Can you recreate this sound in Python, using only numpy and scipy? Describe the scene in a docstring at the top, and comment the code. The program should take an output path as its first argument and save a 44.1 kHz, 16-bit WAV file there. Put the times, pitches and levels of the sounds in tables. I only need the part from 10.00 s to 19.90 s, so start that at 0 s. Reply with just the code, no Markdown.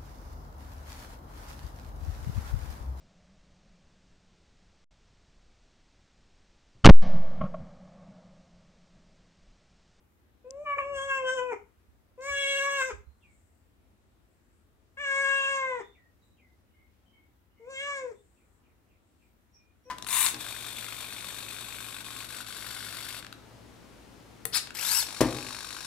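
"""Cat meowing in a paved yard

A young cat meows five times, a metre below a phone with two microphone ports. Its clear voice runs
through two moving mouth resonances, breaks into short rough catches and ends as the mouth shuts;
paving and walls echo it. Far birds whistle over town rumble, leaves rustle, two dry ticks sound
and wind buffets the right port."""
import sys
import numpy as np
from scipy import signal
from scipy.io import wavfile
from scipy.ndimage import uniform_filter1d

SR = 44100
rng = np.random.default_rng(int(sys.argv[2]) if len(sys.argv) > 2 else 0)


def wrap_up_sound(samples):
    """Save the sound to the file named by the first command line argument, as 16-bit audio."""
    columns = np.atleast_2d(samples).T
    # keep every value between -1 and 1, then stretch to whole-number steps
    tamed = np.clip(columns, -1, 1)
    steps = np.round(tamed * 32767).astype(np.int16)
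    wavfile.write(sys.argv[1], SR, steps)


N = 436590

# Port imbalance. Each row: frequency in Hz, left minus right in dB.
PORT_BALANCE = [(200, 4.5), (600, 3), (1300, 5), (2400, -2), (4400, 6), (8100, 11), (11500, -8),
                (15000, -9)]


def undb(db):
    """Decibels to gain."""
    return np.exp(np.asarray(db) * np.log(10) / 20)


def unit(x):
    """Scale to rms 1."""
    return x / np.sqrt(np.mean(x ** 2))


def colour(table, hz):
    """Read a (Hz, value) table on a log-frequency axis."""
    knots_hz, values = np.transpose(table)
    return np.interp(np.log(hz), np.log(knots_hz), values)


def band(x, lo_hz, hi_hz):
    """Band-pass filter."""
    sos = signal.butter(2, [lo_hz, min(hi_hz, .45 * SR)], "band", fs=SR, output="sos")
    return signal.sosfilt(sos, x)


def walk(rate_hz, n):
    """Linearly interpolated noise, rms about 1."""
    knots = rng.standard_normal(int(n * rate_hz / SR) + 2)
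    return np.sqrt(3 / 2) * np.interp(np.arange(n) * rate_hz / SR, np.arange(len(knots)), knots)


def sides(x, pan_db):
    """Pan over both ports; positive is left."""
    return np.array([x * undb(pan_db / 2), x * undb(-pan_db / 2)])


def add(out, start_s, x):
    """Mix x into both ports."""
    out[:, int(start_s * SR):][:, :x.shape[-1]] += x


def echoes(x, t60_s):
    """Paving and walls: a dense, dull, decaying tail for each port."""
    t = np.arange(int(.6 * SR)) / SR
    tails = band(rng.standard_normal((2, len(t))), 250, 9000) * undb(-60 * t / t60_s) * (t > .008)
    tails /= np.sqrt(np.sum(tails ** 2, axis=1, keepdims=True))
    return signal.oaconvolve(x, tails, axes=1)[:, :N]


def town(rms_db=-69):
    """Town noise in drifting half-octave bands, alike at both ports only in the bass."""
    # Each row: frequency in Hz, relative noise density in dB.
    spectrum = [(59, -29), (100, -6), (173, -12.5), (243, -1.5), (449, -13.5), (2100, -23.5), (5570, -34),
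                (7980, -34.5), (15700, -33)]
    out = 0
    for hz in 110 * 2 ** np.arange(0, 7.3, .5):
        mid, side = band(rng.standard_normal((2, N)), hz / 1.19, hz * 1.19)
        side *= np.clip(hz / 900, .6, 1)
        gain = undb(colour(spectrum, hz) + 1.1 * walk(7.2, N))
        out += sides(gain, .65 * colour(PORT_BALANCE, hz)) * np.array([mid + side, mid - side])
    return undb(rms_db) * unit(out)


def breeze():
    """Low rumble of moving air."""
    # Each row: time in seconds, gain in dB.
    envelope = [(0, -71), (.5, -67.5), (.95, -58), (1.3, -67), (3.2, -66.5), (9.9, -70)]
    mid, side = band(rng.standard_normal((2, N)), 48, 95)
    rumble = sides(unit(mid), pan_db=2.5) + .5 * np.array([unit(side), -unit(side)])
    return rumble * undb(np.interp(np.arange(N) / SR, *np.transpose(envelope)))


def leaves():
    """Leaves rustle in spells of flickering hiss, to the left."""
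    # Each row: centre in seconds, half length in seconds, level in dB.
    spells = [(3.451, 0.28, -81.5), (4.36, 0.47, -89.5), (6.285, 0.056, -82.5), (8.296, 0.29, -79.5),
              (9.172, 0.16, -83.5)]
    t = np.arange(N) / SR
    envelope = sum(undb(db) * np.exp(-((t - at_s) / half_s) ** 4) for at_s, half_s, db in spells)
    envelope *= undb(2.5 * walk(12, N))
    return sides(envelope, pan_db=9) * unit(band(rng.standard_normal((2, N)), 7100, 8600))


def buffets(swing_hz=66.8):
    """Wind slaps the right port: two or three slow pressure swings each."""
    # Each row: start in seconds, gain in dB.
    slaps = [(1.882, -67), (2.3, -52.5), (2.926, -50), (2.977, -53.5), (3.068, -53.5)]
    t = np.arange(SR // 5) / SR
    swing = np.sin(2 * np.pi * swing_hz * t) * (t / .0053) * np.exp(1 - t / .013)
    out = np.zeros((2, N))
    for start_s, db in slaps:
        add(out, start_s, undb(db) * swing * np.array([[.15], [1.9]]))
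    return out


def ticks(decay_s=.00037):
    """Dry ticks, each a millisecond of treble."""
    # Each row: start in seconds, relative level in dB, left minus right in dB.
    events = [(0.5077, -39.5, 42), (2.209, -60, 2)]
    t = np.arange(SR // 5) / SR
    out = np.zeros((2, N))
    for start_s, db, pan_db in events:
        tick = band(rng.standard_normal(len(t)) * np.exp(-t / decay_s), 4660, 7000)
        tick *= undb(db) / np.max(np.abs(tick))
        add(out, start_s, sides(tick, pan_db) / np.mean(sides(.3, pan_db)))
    return out


def bird_notes(clear=.08, raspy=.3):
    """Bird notes as (start s, length s, first Hz, held Hz, gain dB, flutter rate / pitch)."""
    # Falling chirps. Each row: start in seconds, gain in dB.
    chirps = [(8.35, -81), (8.619, -79), (8.879, -80), (9.184, -80)]
    # Level whistles. Each row: start in seconds, length in seconds, pitch in Hz, gain in dB.
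    peeps = [(8.14, 0.074, 3530, -83), (9.524, 0.058, 5600, -66.5), (9.55, 0.14, 2424, -77.5),
             (9.83, 0.12, 5660, -74.5)]
    # High-low calls. Each row: low note's start in seconds, high note's Hz and dB, low note's Hz and dB.
    calls = [(3.203, 4120, -89, 2200, -69.5), (5.929, 3530, -71, 1862, -68), (6.361, 3880, -82, 2045, -72),
             (6.733, 2960, -87, 2157, -75), (7.125, 3090, -78.5, 2194, -73), (7.56, 2944, -86, 2150, -73.5)]
    note_s, step_hz_per_s, slur_ratio = .14, 12000, 1.6
    notes = [(start_s, .098, 3460, 2250, db, raspy) for start_s, db in chirps]
    notes += [(start_s, length_s, hz, hz, db, clear) for start_s, length_s, hz, db in peeps]
    for low_s, high_hz, high_db, low_hz, low_db in calls:
        high_s = low_s - (high_hz - low_hz) / step_hz_per_s
        first_hz = high_hz if high_hz > slur_ratio * low_hz else low_hz
        notes.append((high_s, note_s, high_hz, high_hz, high_db, clear))
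        notes.append((low_s, note_s, first_hz, low_hz, low_db, clear))
    return notes


def birds(slur_s=.019, attack_s=.013):
    """Whistles, level or dropping to a held pitch; from afar they flutter and arrive mostly as echo."""
    out = np.zeros((2, N + SR))
    for start_s, length_s, first_hz, held_hz, db, flutter_ratio in bird_notes():
        t = np.arange(int(1.5 * length_s * SR)) / SR
        hz = held_hz + (first_hz - held_hz) * np.exp(-t / slur_s)
        swell = np.minimum(t / attack_s, 1) * held_hz / hz * np.exp(-(t / length_s) ** 4)
        flutter_hz = held_hz * flutter_ratio
        flutter = .5 + walk(flutter_hz, len(t)) + 1j * walk(flutter_hz, len(t))
        tone = np.exp(2j * np.pi * np.cumsum(hz) / SR)
        add(out, start_s, undb(db) * swell * np.real(flutter * tone))
    return .6 * out[:, :N] + echoes(out, t60_s=.2)


def gesture(rows, attack_s=.009, shut_s=.013, hum_s=.028, hum_hz=405.6):
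    """Add a meow's opening swell and its end: the mouth shuts and the pitch drops to a dying hum."""
    start_s, start_hz, start_db, *opening = rows[0]
    end_s, _, end_db, over_db, *resonances_hz = rows[-1]
    onset = (start_s - attack_s, start_hz + 15, start_db - 8.5, *opening)
    shut = (end_s + shut_s, hum_hz, end_db, over_db - 3.5, *resonances_hz)
    faded = (end_s + shut_s + hum_s, hum_hz, end_db - 12, over_db - 7, *resonances_hz)
    return [onset, *rows, shut, faded]


def roughness(t, shut_at_s):
    """The vocal folds lose their beat in mid call and as the mouth shuts."""
    # Each row: centre in seconds, half length in seconds, roughness from 0 to 1.
    catches = [(0.778, 0.014, 0.67), (2.826, 0.014, 0.18)]
    return sum(depth * np.exp(-((t - at_s) / half_s) ** 2)
               for at_s, half_s, depth in [*catches, (shut_at_s, .017, .92)])


def overtone_gains(hz, over_db, top_db, presence_db, presence_hz=3774):
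    """Throat colour, dulled by a closed mouth, with each meow's brightness near 3.8 kHz."""
    # Throat and microphone colour. Each row: frequency in Hz, gain in dB.
    tract = [(900, -20), (3500, -22), (4500, -33), (5900, -23.5), (8200, -22.5), (9200, -53.5),
             (10500, -69), (12500, -40.5), (15500, -48.5)]
    muffle_db = -2 * np.clip(hz / 1000 - 1, 0, 3) * np.clip(over_db / -17.5, 0, 1)
    bright_db = presence_db * np.exp(-(7 * (hz / presence_hz - 1)) ** 2)
    return undb(colour(tract, hz) + top_db * (hz > 11000) + muffle_db + bright_db)


def mouth(hz, lower_hz, upper_hz):
    """Gain of the two mouth resonances."""
    return 1 / (1 + ((hz - lower_hz) / 330) ** 2) + undb(-3) / (1 + ((hz - upper_hz) / 200) ** 2)


def nasal_ring_db(age_s, lower_hz, over_db, rough, shut_hz=1180, open_hz=1340):
    """The nasal ring comes in late, opens with the mouth and rises in catches."""
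    closed = np.clip((open_hz - lower_hz) / (open_hz - shut_hz), 0, 1)
    late_db = -10 * np.exp(-age_s / .05)
    return -11.5 - 15.5 * closed + .27 * over_db + late_db + 3.2 * rough


def harmonics_at_ports(gains, harmonic_hz, phase, rough, lead_ms, breath_per_harmonic=.027):
    """Sum the raspy harmonics; ground echoes make each waver differently at each port."""
    n = len(phase)
    out = np.zeros((2, n))
    for k, (gain, hz) in enumerate(zip(gains, harmonic_hz), start=1):
        waver = .1 if k == 1 else 1
        rasp = 1 + (waver * rough + breath_per_harmonic * k) * walk(500, n)
        drift_db = .96 * waver * walk(24, n)
        pan_db = colour(PORT_BALANCE, hz.mean()) + 1.2 * waver * walk(10, n)
        lead_rad = np.pi * hz * lead_ms / 1000 + .1 * waver * walk(7, n)
        angle = k * phase + .21 * (k - 1) ** 2
        out += sides(gain * rasp * undb(drift_db), pan_db) * np.sin([angle + lead_rad, angle - lead_rad])
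    return out


def meow(rows, lead_ms, seat_ring_db, top_db, presence_db, ring_hz=4200, flap_hz=190):
    """Vocal-fold harmonics shaped by mouth and nose. Returns start in seconds and sound."""
    times_s, *columns = np.transpose(rows)
    t = np.arange(int(times_s[0] * SR), int(times_s[-1] * SR)) / SR
    n = len(t)
    pitch_hz, base_db, over_db, lower_hz, upper_hz = (
        uniform_filter1d(np.interp(t, times_s, column), size=300) for column in columns)
    rough = roughness(t, shut_at_s=times_s[-2])
    jitter = .0043 * walk(40, n) + .061 * rough * walk(300, n)
    phase = 2 * np.pi * np.cumsum(pitch_hz * (1 + jitter)) / SR
    k = np.arange(1, 29)[:, None]
    hz = k * pitch_hz
    overtones = overtone_gains(hz, over_db, top_db, presence_db)
    oral = overtones * mouth(hz, lower_hz, upper_hz) * ((k > 1) & (hz < ring_hz))
    oral *= undb(over_db) / np.linalg.norm(oral, axis=0)
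    ring_db = seat_ring_db + nasal_ring_db(t - times_s[0], lower_hz, over_db, rough)
    ring = overtones * (hz >= ring_hz)
    ring *= undb(ring_db) / np.linalg.norm(ring, axis=0)
    gains = undb(base_db) * ((k == 1) + oral + ring)
    # A slower throat oscillation puts faint sidebands on the first two harmonics.
    flap_phase = 2 * np.pi * np.cumsum(flap_hz * (1 + .021 * walk(6.3, n))) / SR
    gains[:2] *= 1 + 2 * undb(-31) * np.cos(flap_phase)
    voice = harmonics_at_ports(gains, hz, phase, rough, lead_ms)
    throat_air = undb(base_db - 34) * unit(band(rng.standard_normal(n), 100, 300))
    return times_s[0], np.sqrt(2) * (voice + throat_air) * signal.windows.tukey(n, 300 / n)


def cat():
    """Five meows and their echo in the yard."""
    # One list per meow, until the mouth shuts. Each row: time in seconds, pitch in Hz, fundamental
    # in dB, oral overtones over the fundamental in dB, lower and upper mouth resonance in Hz.
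    meows = [
        [(.451, 495, -49, -19, 1100, 2500), (.645, 609, -40, -21.5, 1000, 2500),
         (.665, 586, -48, 13, 1180, 2500), (.71, 574, -43.5, 13, 1180, 2400), (.76, 565, -51, 11.5, 1200, 2250),
         (.774, 567, -39, -16.5, 1200, 2300), (.786, 581, -38, 12, 1175, 2250),
         (.825, 540.3, -41, 1, 1000, 2700), (.855, 565, -39, -5, 1025, 2550),
         (.92, 563.2, -35.5, -7, 1150, 2600), (.99, 539.8, -38.5, 3, 1450, 3250),
         (1.075, 552.7, -39.5, 0.5, 1300, 3200), (1.12, 542, -42, 15, 1550, 2720),
         (1.175, 535.2, -38, 5, 1350, 2750), (1.235, 518.3, -32, -8, 1080, 2900),
         (1.3, 512, -36, 7.5, 1450, 3350), (1.35, 532.6, -34, -10, 1300, 3375),
         (1.395, 493.6, -34.5, 2.5, 1300, 2800), (1.44, 507, -36, -8.5, 1050, 2800),
         (1.5, 486.5, -39, -1, 1200, 2300), (1.52, 464, -35, -3.5, 1000, 2100)],
        [(2.185, 499, -46, -14, 950, 2300), (2.225, 532, -42.5, -4.5, 1375, 2250),
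         (2.29, 564.8, -42, 9.5, 1450, 2230), (2.4, 554.2, -40.5, 10, 2030, 3030),
         (2.55, 552.2, -38, 9, 1960, 2940), (2.68, 557.8, -38.5, 10.5, 1262, 2200),
         (2.76, 560.3, -40.5, 9, 1450, 2700), (2.82, 519.6, -37, 10.5, 1440, 2350),
         (2.87, 525.4, -40.5, -5, 1450, 2200), (2.9, 508, -41, 0.5, 1250, 2300)],
        [(4.978, 544, -55, 12.5, 1650, 2300), (5.005, 587.3, -51.5, 14.5, 1700, 2500),
         (5.06, 552.6, -47, 15, 1650, 2450), (5.17, 549.4, -39.5, 10.5, 1390, 2220),
         (5.43, 546.6, -43, 13.5, 1520, 2850), (5.53, 544.2, -40, 8.5, 1400, 2500),
         (5.65, 528.7, -36.5, 5.5, 1170, 2120), (5.74, 497.8, -39.5, 4, 1046, 2020),
         (5.797, 469, -42, -1.5, 1050, 2000)],
        [(7.604, 456, -54.5, -18, 950, 2300), (7.635, 462, -52, -17, 950, 2325),
         (7.7, 537, -44, -9.5, 1250, 2500), (7.78, 542.5, -46, 7, 2140, 3080),
         (7.88, 576.4, -44, 8.5, 1500, 2450), (7.96, 552, -44.5, 7, 1450, 2250),
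         (8.04, 510.6, -36.5, -13.5, 1150, 2300), (8.108, 458, -46, -13.5, 950, 2025)],
        [(9.862, 493, -57.5, -13.5, 1100, 2500), (9.9, 515, -53.5, -8, 1190, 2500)],
    ]
    # Position and colour of each meow. Each row: left port's lead in ms, nasal ring offset in dB,
    # weight above 11 kHz in dB, brightness near 3.8 kHz in dB.
    seats = [(-.12, -5.5, -1.5, -10), (-0.098, 1.5, 2, 12), (0.13, 0, -9.5, 7.5), (0.16, 0, -13, 13.5),
             (0.089, 3, -9, -2)]
    out = np.zeros((2, N + SR))
    for rows, seat in zip(meows, seats):
        add(out, *meow(gesture(rows), *seat))
    return out[:, :N] + undb(-9.5) * echoes(out, t60_s=.28)


def scene():
    """All sources at the two ports."""
    return cat() + birds() + ticks() + buffets() + town() + breeze() + leaves()


def record(dry, cutoff_hz=15750):
    """The phone cuts the top."""
    return signal.sosfilt(signal.ellip(10, .2, 70, cutoff_hz, fs=SR, output="sos"), dry)


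dry = scene()
out = record(dry)
wrap_up_sound(out)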